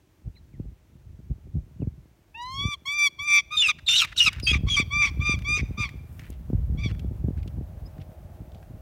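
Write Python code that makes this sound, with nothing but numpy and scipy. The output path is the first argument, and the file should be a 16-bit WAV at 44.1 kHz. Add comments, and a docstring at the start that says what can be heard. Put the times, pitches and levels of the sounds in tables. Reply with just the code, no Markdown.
"""A young falcon begs from a falconer's glove in an open field, takes off past the microphone and flies away.
Its voice is a stack of harmonics: reedy wails, most of them rising, that flutter, break into squeals and turn
to rasping screams. Scrub answers with a faint echo, made of fading noise.
Wind is rumbling noise and short pressure kicks. Clicks and brushes of wings and dry grass are bursts of noise.
Small birds are gliding tones; a far harvester is noise with a low, unsteady drone, over hissing stalks and air."""
import sys
import numpy as np
from scipy import signal
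from scipy.fft import rfft, irfft
from scipy.io import wavfile

SR = 44100
rng = np.random.default_rng(int(sys.argv[2]) if len(sys.argv) > 2 else 0)


def wrap_up_sound(samples):
    """Save the sound to the file named by the first command line argument, as 16-bit audio."""
    columns = np.atleast_2d(samples).T
    # keep every value between -1 and 1, then stretch to whole-number steps
    tamed = np.clip(columns, -1, 1)
    steps = np.round(tamed * 32767).astype(np.int16)
    wavfile.write(sys.argv[1], SR, steps)


N = 388521
T = np.arange(N) / SR  # time of every sample, s

# Calls: most rise to the break and some fall to it; there the voice turns harder and rougher, then droops.
# (start t/s, break t/s, end t/s, opening f/Hz, break f/Hz [before the small drop there], closing f/Hz,
#  droop power [1 straight, more is later], opening level/dB, pushed level/dB,
#  then levels against the second harmonic: fundamental level/dB, third harmonic level/dB,
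#  upper harmonics level/dB; attack t/s, release t/s, opening rasp [0-1], closing rasp [0-1], flutter [0-1])
CALLS = [ (2.341, 2.71, 2.762, 900, 1186, 985, 3.7, -41, -39.5, 0.5, 5, -5, 0.063, 0.023, 0.015, 0.24, .15),
         (2.85, 2.979, 3.093, 1106, 1192, 1064, 5.6, -34, -24.5, -12, -4, -6, 0.0081, 0.02, 0.026, 0.051, 0.08),
         (3.181, 3.271, 3.415, 1134, 1194, 1145, 5, -38.5, -22, -8, -5, -6.5, 0.012, 0.029, 0.06, .15, 0.63),
         (3.503, 3.666, 3.724, 1225, 1271, 1123, 2.16, -34.5, -23.5, -2.5, -1, -9.5, 0.026, 0.021, 0.22, 0.54, 0.79),
         (3.879, 3.984, 4.062, 1340, 1528, 1167, 0.87, -27.5, -23, -1.5, 1.5, -5, 0.011, .055, 0.78, 0.74, 1),
         (4.159, 4.255, 4.299, 1485, 1385, 1118, 0.98, -25, -20.5, -7, -2.5, -7.5, 0.029, 0.019, 0.85, 0.42, .7),
         (4.464, 4.527, 4.584, 1289, 1252, 1084, 1.3, -28, -26, -8, -7, -11.5, 0.006, 0.049, 0.42, 1, 1),
         (4.661, 4.761, 4.836, 1112, 1200, 1124, 2.5, -36.5, -21.5, -4, -1.5, -6, 0.031, 0.06, 0.5, 0.22, 0.69),
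         (4.901, 5.014, 5.104, 1153, 1193, 1047, 4.7, -30, -18, -6, -6.5, -8, .035, 0.1, 0.066, 0.58, 0.92),
         (5.192, 5.246, 5.364, 1127, 1220, 1060, 7.4, -38.5, -25, -5, -6.5, -10.5, 0.028, 0.041, 0.25, 0.15, 0.39),
         (5.441, 5.562, 5.618, 1152, 1221, 1124, 2.35, -28.5, -25, -12, -8.5, -7.5, 0.049, .06, 0.1, 0.885, 0.99),
         (5.769, 5.791, 5.890, 1250, 1223, 1049, 2.63, -38, -33, -3.5, -5, -6, 0.013, 0.057, 0.27, 0.39, 0.87),
         (6.768, 6.831, 6.920, 1159, 1188, 1052, 1.2, -50.5, -39.5, -9.5, -1.5, -5.5, 0.023, 0.073, 0.39, 0.33, .3),
         ]
# Moments when the voice breaks into a whistle.
# (start t/s, length t/s, opening f/Hz, middle f/Hz, closing f/Hz,
#  opening level/dB, closing level/dB [both before the squeal trim], rasp [0-1])
SQUEAL_NOTES = [ (3.566, 0.065, 3720, 3543, 3486, -19, -18, 0.2),
                (3.616, .064, 2980, 2715, 2446, -16, -22, .3),
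                (3.862, 0.02, 4000, 3810, 3740, -31.5, -31.5, 0.7),
                (3.876, 0.08, 3660, 3596, 3700, -16, -23, 0.24),
                (3.880, 0.093, 2760, 2793, 3137, -30, -19, 0.52),
                (3.953, 0.059, 3740, 3780, 3100, -22.5, -16, 0.73),
                (4.173, .032, 3950, 3703, 3490, -27, -18, 0.66),
                (4.199, 0.059, 2910, 2848, 2780, -9, -25.5, .25),
                (4.425, 0.071, 5110, 4730, 4570, -35.5, -30, 0.33),
                (4.465, 0.063, 2628, 2523, 2510, -23, -24, 0.43),
                (4.467, 0.056, 3170, 3247, 3340, -24, -19.5, .2),
                (4.696, 0.066, 3330, 3320, 3160, -25, -21.5, 0.22), ]


def falcon(squeal_trim_db=-1, cutoff_hz=800):
    """All the calls, with their breaks; little sounds below the cutoff."""
    out = np.zeros(N)
    for call in CALLS:
        add(out, call[0], wail(call))
    for note in SQUEAL_NOTES:
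        add(out, note[0], undb(squeal_trim_db) * squeal(note))
    return high_pass(out, cutoff_hz, order=5)


AWAY_S = 4.3, 4.8  # the bird passes the microphone and shows its back between these times
APPROACH_POWER = 1.2  # the pitch eases towards the break
SCOOP, SCOOP_S = .07, .014  # share of the pitch missing at the start, and how fast it is made up
BREAK_DROP, BREAK_S = .017, .008  # share of the pitch lost at the break, and how long the break takes
BREAK_SHARE = 0.41  # this share of the change in rasp and flutter sets in at the break itself
ATTACK_DB, RELEASE_DB = 18.5, 25  # a call starts and ends this far down
ACCENT_DB, ACCENT_S = 5.5, 0.021  # a call opens with a short burst of pressure
# the push starts before the break, jumps at it (more in a rough call), is full this far into the droop
SWELL_LEAD_S, SWELL_JUMP, SWELL_SHARE = .025, 0.16, .45
FUNDAMENTAL_GROWTH = 0.6  # dB gained by the fundamental per dB of push
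LATE_PUSH_DB = 5  # extra second harmonic after the break in a fully rasping voice
THROAT_DAMP = .6  # rasp smears the throat's resonances: share of their depth lost at full rasp
WAVER_DB, WAVER_HZ = 2, 18  # the second harmonic wavers once the bird is in flight
OPEN_DB, OPEN_S = 10, .045  # upper harmonics start up to this much weaker (less in a rough call), then catch up
START_BRIGHT_DB, PUSH_BRIGHT_DB, AWAY_DULL_DB = 0.6, 0.22, 1.6  # tilt of the upper harmonics, dB per kHz
# How far the three lowest harmonics give way while the voice squeals.
# (fundamental level/dB, second harmonic level/dB, third harmonic level/dB)
SQUEAL_DUCKING = (-19.5, -7.5, -13.5)
# Resonances of the throat, acting on the three lowest harmonics. (f/Hz, level/dB)
THROAT_COLOUR = [(800, 1), (980, 4.5), (1130, 1), (1300, 0.5), (1650, -2.5), (1850, -4.5), (2090, -11),
                 (2190, -11), (2265, 3.5), (2345, 5.5), (2450, 0), (2560, 2.5), (2680, 8.5), (2900, -14.5),
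                 (3080, -20.5), (3240, -8), (3360, 7), (3450, 3), (3530, -7), (3700, -0.5), (4600, -13)]


def wail(call):
    """One call: the pitch scoops in, glides to the break and droops as the bird pushes and its voice roughens."""
    (start, crack, end, open_hz, break_hz, close_hz, droop, open_db, push_db,
     fundamental_db, third_db, upper_db, attack, release, open_rasp, close_rasp, flutter) = call
    t, gate = span(start, end - start, 0.0081)
    early = ramp(t, start, crack)
    late = ramp(t, crack, end)
    broken = ramp(t, crack, crack + BREAK_S)
    away = ramp(t, *AWAY_S)

    # pitch
    hz = break_hz + (open_hz - break_hz) * (1 - early) ** APPROACH_POWER
    hz = hz + (close_hz - break_hz) * late ** droop
    hz = hz * (1 - SCOOP * np.exp((start - t) / SCOOP_S) - BREAK_DROP * broken)

    # loudness: attack, hold, release, opening burst and swell
    held_db = open_db - ATTACK_DB * (1 - ramp(t, start, start + attack))
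    held_db = held_db - RELEASE_DB * ramp(t, end - release, end) ** 1.4
    held_db = held_db + ACCENT_DB * np.exp((start - t) / ACCENT_S)
    jump = min(SWELL_JUMP + open_rasp, 1)
    swell = ramp(t, crack - SWELL_LEAD_S, crack + SWELL_SHARE * (end - crack))
    swell_db = (push_db - open_db) * (jump * broken + (1 - jump) * swell)
    pushed_db = held_db + swell_db

    # roughness
    strain = BREAK_SHARE * broken + (1 - BREAK_SHARE) * late
    rasp = open_rasp + (close_rasp - open_rasp) * strain

    # the throat shapes the three low harmonics
    source_db = [held_db + fundamental_db + FUNDAMENTAL_GROWTH * swell_db,
                 pushed_db + LATE_PUSH_DB * rasp * broken,
                 pushed_db + third_db]
    whistle = squealing(t)
    depth = 1 - THROAT_DAMP * rasp
    low_sizes = []
    for k, (db, duck_db) in enumerate(zip(source_db, SQUEAL_DUCKING), 1):
        low_sizes.append(undb(db + duck_db * whistle) * colour(THROAT_COLOUR, k * hz) ** depth)
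    low_sizes[1] = low_sizes[1] * undb(WAVER_DB * away * wobble(t, WAVER_HZ))

    # the upper harmonics open up with effort
    closed_db = OPEN_DB * (1 - open_rasp) * np.exp((start - t) / OPEN_S)
    upper_size = undb(pushed_db + upper_db - closed_db)
    dull_db = AWAY_DULL_DB * away - START_BRIGHT_DB * (1 - early) - PUSH_BRIGHT_DB * early
    return gate * syrinx(t, hz, low_sizes, upper_size, dull_db, rasp, flutter * np.maximum(strain, open_rasp))


# Colour of the upper harmonics in the open beak. (f/Hz, level/dB)
BEAK_COLOUR = [(4000, 15.5), (4700, -5), (5800, 0), (7000, -15.5), (8200, -17), (9300, -21), (10500, -26.5),
               (12000, -26.5), (14000, -29.5), (16000, -37.5)]


def syrinx(t, hz, low_sizes, upper_size, dull_db, rasp, flutter, flutter_hz=190, jitter=0.046,
           scatter=0.12, shimmer_db=6, hiss_db=-11):
    """The bird's voice organ buzzes in harmonics; strain adds a slow second vibration and random unevenness."""
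    # the second vibration speeds up and stumbles as the voice tears
    speed_up = rasp ** 2 * (1 + .5 * wobble(t, 90))
    beat = turn(flutter_hz * (1 + speed_up + 0.046 * wobble(t, 55)))
    uneven_hz = hz * (1 + jitter * rasp * wobble(t, 160) + 0.03 * rasp * wobble(t, 30))
    phase = turn(uneven_hz) + scatter * rasp * wobble(t, 490) + 0.27 * flutter * np.sin(beat)

    harmonics = []
    for k in range(1, 16):
        shimmer = undb(shimmer_db * rasp * (np.tanh(wobble(t, 150)) - rasp / 4))
        harmonics.append(np.sin(k * phase) * shimmer * (k * hz < SR / 2))
    low = sum(size * h for size, h in zip(low_sizes, harmonics))

    # the beak colours the upper harmonics; each wavers in strength by chance, and all tilt by dull_db per kHz
    gains = []
    for k in range(4, 16):
        gains.append(colour(BEAK_COLOUR, k * hz) * undb(3.9 * wobble(t, 23) - dull_db * k * hz / 1000))
    gains = np.array(gains)
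    upper = np.sum(gains * harmonics[3:], axis=0) / np.sqrt(np.sum(gains ** 2, axis=0))

    # air hisses through the membranes once a cycle
    breath = resonate(resonate(rng.standard_normal(len(t)), 5200, 0.98), 5200, 0.98)
    hiss = unit(breath) * (1 + 0.95 * np.cos(phase))
    voice = low + upper_size * (upper + undb(hiss_db) * rasp * hiss)
    return np.sqrt(2) * voice * (1 + 0.38 * flutter * np.sin(beat))


SQUEAL_EDGE_S = 0.0064  # fade at each end of a squeal


def squeal(note, jitter=0.038, shimmer=0.86, octave_db=-21, twelfth_db=-31):
    """The voice breaks into a high, gliding, nearly pure whistle, which tears under strain."""
    start, length, *pitches, open_db, close_db, rasp = note
    t, gate = span(start, length, SQUEAL_EDGE_S)
    db = np.linspace(open_db, close_db, len(t))
    phase = turn(arc(t, pitches) * (1 + jitter * rasp * wobble(t, 140)))
    tone = np.sin(phase)
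    tone = tone + undb(octave_db + 5.2 * wobble(t, 60.3)) * np.sin(2 * phase)
    tone = tone + undb(twelfth_db) * np.sin(3 * phase)
    return np.sqrt(2) * gate * undb(db) * tone * (1 + shimmer * rasp * wobble(t, 420))


def squealing(t):
    """1 while the voice is broken into a whistle, else 0, with short slopes between."""
    on = 0
    for start, length, *_ in SQUEAL_NOTES:
        end = start + length
        on = on + ramp(t, start - SQUEAL_EDGE_S, start) - ramp(t, end, end + SQUEAL_EDGE_S)
    return np.minimum(on, 1)


def scrub(x, near_db=-37, far_db=-26, ground_db=-17, t60=.55):
    """Rough ground scatters a quick echo and bushes a longer one; their share grows as the bird leaves."""
    t = T[:SR]
    # t60: seconds for the bushes' echo to fade by 60 dB
    bushes = resonate(rng.standard_normal(len(t)), 3000, 0.72) * undb(-60 * t / t60) * np.minimum(t / 0.04, 1)
    ground = rng.standard_normal(len(t)) * t * np.exp(-t / 0.006)
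    # ground_db is reached when the bird is far
    echo = (unit(bushes) + undb(ground_db - far_db) * unit(ground)) / np.sqrt(len(t))
    share_db = np.interp(T, [4.2, 5.6], [near_db, far_db])
    return signal.fftconvolve(x * undb(share_db), echo)[:N]


# Steady wind on the microphone, stronger once it swings after the bird. (t/s, level/dB before the wind trim)
WIND_STRENGTH = [(0, -61.5), (.4, -48.5), (.85, -54), (1.0, -45.5), (1.95, -44), (2.2, -62.5),
                 (2.45, -48.5), (3.1, -56), (4.1, -46), (4.58, -22), (4.9, -32.5), (5.25, -26.5),
                 (5.75, -30.5), (6.05, -39.5), (6.45, -34.5), (6.56, -23.5), (7.22, -26.5), (7.7, -33.5),
                 (8.2, -42), (8.8, -39.5)]
# Colour of the wind's rumble. (f/Hz, level/dB)
RUMBLE_COLOUR = [(15, -47), (25, -15.5), (45, 4.5), (64, 6), (140, -4.5), (286, -25), (489, -33.5),
                 (800, -43.5), (1040, -78.5), (1760, -120)]
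# Single gusts. (middle t/s, level/dB before the wind trim, width t/s [standard deviation])
SINGLE_GUSTS = [(0.273, -27, 0.018), (0.631, -33.5, 0.041), (1.318, -27, 0.0067), (1.573, -23.5, 0.023),
                (1.829, -27, 0.02), (2.623, -30, 0.041), (3.212, -37, 0.0096)]
PORT_HZ = 47  # wind sounds are weakened below this


def wind(trim_db=-3, churn_db=3.0, eddy_db=-3, eddy_hz=104, size_db=4.5):
    """Churning rumble and a stream of small eddies (swirls of air) follow the strength of the wind."""
    steady_db, = curves(WIND_STRENGTH, T)
    force = undb(steady_db)
    for s, db, width in SINGLE_GUSTS:
        force = force + undb(db) * np.exp(-.5 * ((T - s) / width) ** 2)
    eddies = np.zeros(N)
    for s, pitch, size in rng.random((350, 3)):
        # random time, a pitch within an octave either way, and few large sizes
        gain = undb(size_db * min(-np.log(size), 3))
        add(eddies, s * T[-1], gain * eddy(eddy_hz * 2 ** (2 * pitch - 1)))
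    rumble = unit(noise(RUMBLE_COLOUR) * undb(churn_db * wobble(T, 25)))
    out = undb(trim_db) * force * (rumble + undb(eddy_db) * unit(eddies))
    return high_pass(out, PORT_HZ, order=3)


# Large single eddies that thump the microphone. (t/s, level/dB before trim, f/Hz [the kick glides around it])
THUMPS = [(0.272, -31, 89), (0.599, -18.5, 138), (1.298, -20.5, 69), (1.553, -13, 82.6),
          (1.801, -21.5, 109), (1.827, -16.5, 159), (1.872, -14.5, 111), (2.652, -14, 107),
          (4.799, -15.5, 192), (5.192, -11.5, 76), (5.801, -17.5, 102), (6.531, -13.5, 167.3),
          (6.545, -10.5, 74.3), (6.786, -14.5, 71.5), (6.859, -14.5, 141), (7.111, -25, 162),
          (7.24, -15, 95), (7.284, -13.5, 167)]


def buffets(trim_db=-1):
    """Each large eddy thumps the microphone's diaphragm with one pressure kick."""
    out = np.zeros(N)
    for s, db, hz in THUMPS:
        add(out, s, undb(db + trim_db) * eddy(hz))
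    return high_pass(out, PORT_HZ, order=3)


def eddy(hz, cycles=0.46, softness=1.5):
    """The pressure kick of one eddy, slowing as it passes."""
    age = T[:SR // 10] * hz / cycles
    swing = np.sin(turn(hz * (0.48 + 1.785 * np.exp(-age))))
    return swing * (age * np.exp(1 - age)) ** softness


# Brushes of feathers and grass. (middle t/s, length t/s, level/dB before the fades, centre f/Hz)
BRUSHES = [(3.791, 0.02, -42.5, 1890), (4.083, 0.091, -48, 2100), (4.127, 0.03, -41.5, 1870),
           (4.348, 0.23, -49.5, 1800), (6.21, 0.44, -65, 14030), (6.239, 0.15, -54, 1900),
           (6.305, 0.0091, -48.5, 10000), (6.325, 0.13, -63.5, 2455), (6.904, 0.053, -47, 2080),
           (7.391, 0.053, -60.5, 2190), (8.016, 0.058, -59, 2500), (8.572, .12, -70, 3250)]


def rustles(q=1.06, grain_db=4):
    """Wings and dry grass brush along: grainy noise through two broad resonances, faded in and out."""
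    out = np.zeros(N)
    for s, length, db, hz in BRUSHES:
        t = T[:int(length * SR)]
        grains = rng.standard_normal(len(t)) * undb(grain_db * wobble(t, 350))
        brush = unit(resonate(resonate(grains, hz, q), hz, q))
        add(out, s - length / 2, undb(db) * brush * np.hanning(len(t)))
    return out


# Dry clicks of tackle and stalks. (t/s, peak level/dB, f/Hz)
DRY_CLICKS = [(3.787, -50, 2460), (4.0479, -20, 2210), (4.33, -30.5, 2490), (4.399, -29, 2570),
              (5.3898, -35.5, 2380), (5.421, -36.5, 2320), (5.8911, -31, 2130), (6.194, -34, 2140),
              (6.9485, -44, 1770), (6.994, -37, 2880), (7.3752, -46.5, 1560), (7.43, -45, 2360),
              (7.4767, -41, 3100), (7.9804, -48.5, 1660), (8.519, -50.5, 3400), (8.547, -47.5, 3170),
              (8.6273, -48, 1760)]


def clicks(q=3.1, t60=.025):
    """A click is a fast-fading burst of noise through one resonance; the burst drops 60 dB in t60 seconds."""
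    out = np.zeros(N)
    t = T[:SR // 20]
    for s, db, hz in DRY_CLICKS:
        snap = resonate(rng.standard_normal(len(t)) * undb(-60 * t / t60), hz, q)
        add(out, s, undb(db) * snap / np.abs(snap).max())
    return out


# Calls of small birds. (t/s, length t/s, opening f/Hz, middle f/Hz, closing f/Hz, peak level/dB)
SMALL_BIRDS = [(.348, .05, 3600, 4100, 3780, -55.5), (.349, 0.036, 3220, 2180, 1720, -60.5),
               (0.517, 0.057, 2780, 2080, 1700, -64), (1.805, 0.039, 3120, 2550, 2030, -61),
               (7.852, 0.029, 4850, 5090, 5230, -52.5)]


def chirps():
    """Each small bird's chirp is one gliding, slightly unsteady tone that swells and fades."""
    out = np.zeros(N)
    for s, length, *pitches, db in SMALL_BIRDS:
        t, gate = span(s, length, length / 2)
        hz = arc(t, pitches) * (1 + 0.014 * wobble(t, 300))
        add(out, s, undb(db) * gate * np.sin(turn(hz)))
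    return out


# Loudness of the far harvester's noise, before its small wavering. (t/s, level/dB)
HARVESTER_LEVEL = [(0, -80.5), (5.5, -66.5), (6.8, -65), (7.5, -59.5), (8.1, -56.5), (8.8, -58)]
# Colour of the harvester's noise. (f/Hz, level/dB)
MACHINE_COLOUR = [(150, -44), (250, -14.5), (333, -0.5), (440, -4), (623, 5.5), (680, 1.5), (831, -2),
                  (946, -17), (2000, -45.5), (2600, -56), (4400, -120)]


def harvester(engine_hz=315, engine_db=-13):
    """A far machine: coloured noise plus an unsteady engine tone and its octave."""
    level_db, = curves(HARVESTER_LEVEL, T)
    phase = turn(engine_hz * (1 + 0.013 * wobble(T, 1.8)))
    drone = (np.sin(phase) + np.sin(2 * phase)) * undb(engine_db + 4.1 * wobble(T, 6.6))
    return undb(level_db + wobble(T, 6)) * (noise(MACHINE_COLOUR) + drone)


# Hiss of the dry field, before its small wavering. (t/s, level/dB)
FIELD_LEVEL = [(0, -74.5), (3.5, -72), (5, -62.5), (6.5, -65), (7.9, -64), (8.8, -65.5)]
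# Colour of that hiss. (f/Hz, level/dB)
STALK_COLOUR = [(900, 10), (2000, 2), (4000, -7.5), (7000, -10.5), (10500, -8), (13000, -5), (15500, -4)]


def dry_field():
    """Dry stalks hiss: noise whose level wavers a little."""
    level_db, = curves(FIELD_LEVEL, T)
    return undb(level_db + 0.8 * wobble(T, 12)) * noise(STALK_COLOUR)


# Colour of the still air. (f/Hz, level/dB)
AIR_COLOUR = [(120, -22.5), (200, -19.5), (321, 6), (414, -5), (677, -15), (1030, -22), (2250, -16),
              (4920, -22.5), (6130, -21), (14200, -34), (15500, -29.5)]


def still_air(level_db=-68):
    """Still air: soft noise at a constant level."""
    return undb(level_db) * noise(AIR_COLOUR)


def undb(db):
    """Decibels to gain."""
    return 10 ** (np.asarray(db) / 20)


def unit(x):
    """Scale to an rms (average strength) of 1."""
    return x / np.sqrt(np.mean(x ** 2) + 1e-18)


def curves(table, t):
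    """The columns of a table at times t, in straight lines between its rows."""
    s, *columns = np.transpose(table)
    return [np.interp(t, s, c) for c in columns]


def colour(points, hz):
    """Gain of a (f/Hz, level/dB) table at the given frequencies."""
    f, db = np.transpose(points)
    return undb(np.interp(np.log(hz + 1), np.log(f), db))


def noise(points):
    """Noise with the given colour, falling away beyond its ends."""
    hz = np.fft.rfftfreq(N, 1 / SR)
    ends = np.minimum(hz / points[0][0], 1) ** 2 / np.maximum(hz / points[-1][0], 1) ** 3
    return unit(irfft(rfft(rng.standard_normal(N)) * colour(points, hz) * ends, N))


def wobble(t, hz):
    """Random motion of rms 1, mostly slower than hz."""
    f = np.fft.rfftfreq(len(t), 1 / SR)
    return unit(irfft(rfft(rng.standard_normal(len(t))) / np.sqrt(1 + (f / hz) ** 4), len(t)))


def resonate(x, hz, q):
    """One resonance at hz; a higher q makes it narrower."""
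    hz = min(hz, .4 * SR)
    return signal.lfilter(*signal.iirpeak(hz, max(q, 3 * hz / SR), fs=SR), x)


def high_pass(x, hz, order):
    """Weaken what lies below hz."""
    return signal.sosfilt(signal.butter(order, hz, "high", fs=SR, output="sos"), x)


def turn(hz):
    """Phase of a moving frequency."""
    return 2 * np.pi * np.cumsum(hz) / SR


def span(start, length, edge):
    """Sample times of a note and a gate with soft ends."""
    t = start + np.arange(int(length * SR)) / SR
    return t, np.clip(np.minimum(t - t[0], t[-1] - t) / edge, 0, 1)


def ramp(t, start, end):
    """0 before start, 1 after end, straight between."""
    return np.clip((t - start) / max(end - start, 1 / SR), 0, 1)


def arc(t, pitches):
    """A smooth glide through an opening, a middle and a closing pitch."""
    return np.polyval(np.polyfit([0, .5, 1], pitches, 2), ramp(t, t[0], t[-1]))


def add(out, s, x):
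    """Mix x in at time s."""
    i = max(int(s * SR), 0)
    out[i:i + len(x)] += x[:max(N - i, 0)]


def scene():
    """The falcon and its echo over wind, small sounds and the field, in one channel."""
    bird = falcon()
    moving_air = wind() + buffets()
    small_sounds = rustles() + clicks() + chirps()
    countryside = harvester() + dry_field() + still_air()
    return (bird + scrub(bird) + moving_air + small_sounds + countryside)[None]


def record(dry, top_hz=15900):
    """The recorder cuts the treble above top_hz."""
    return signal.sosfilt(signal.ellip(10, .2, 80, top_hz, fs=SR, output="sos"), dry)


dry = scene()
out = record(dry)
wrap_up_sound(out)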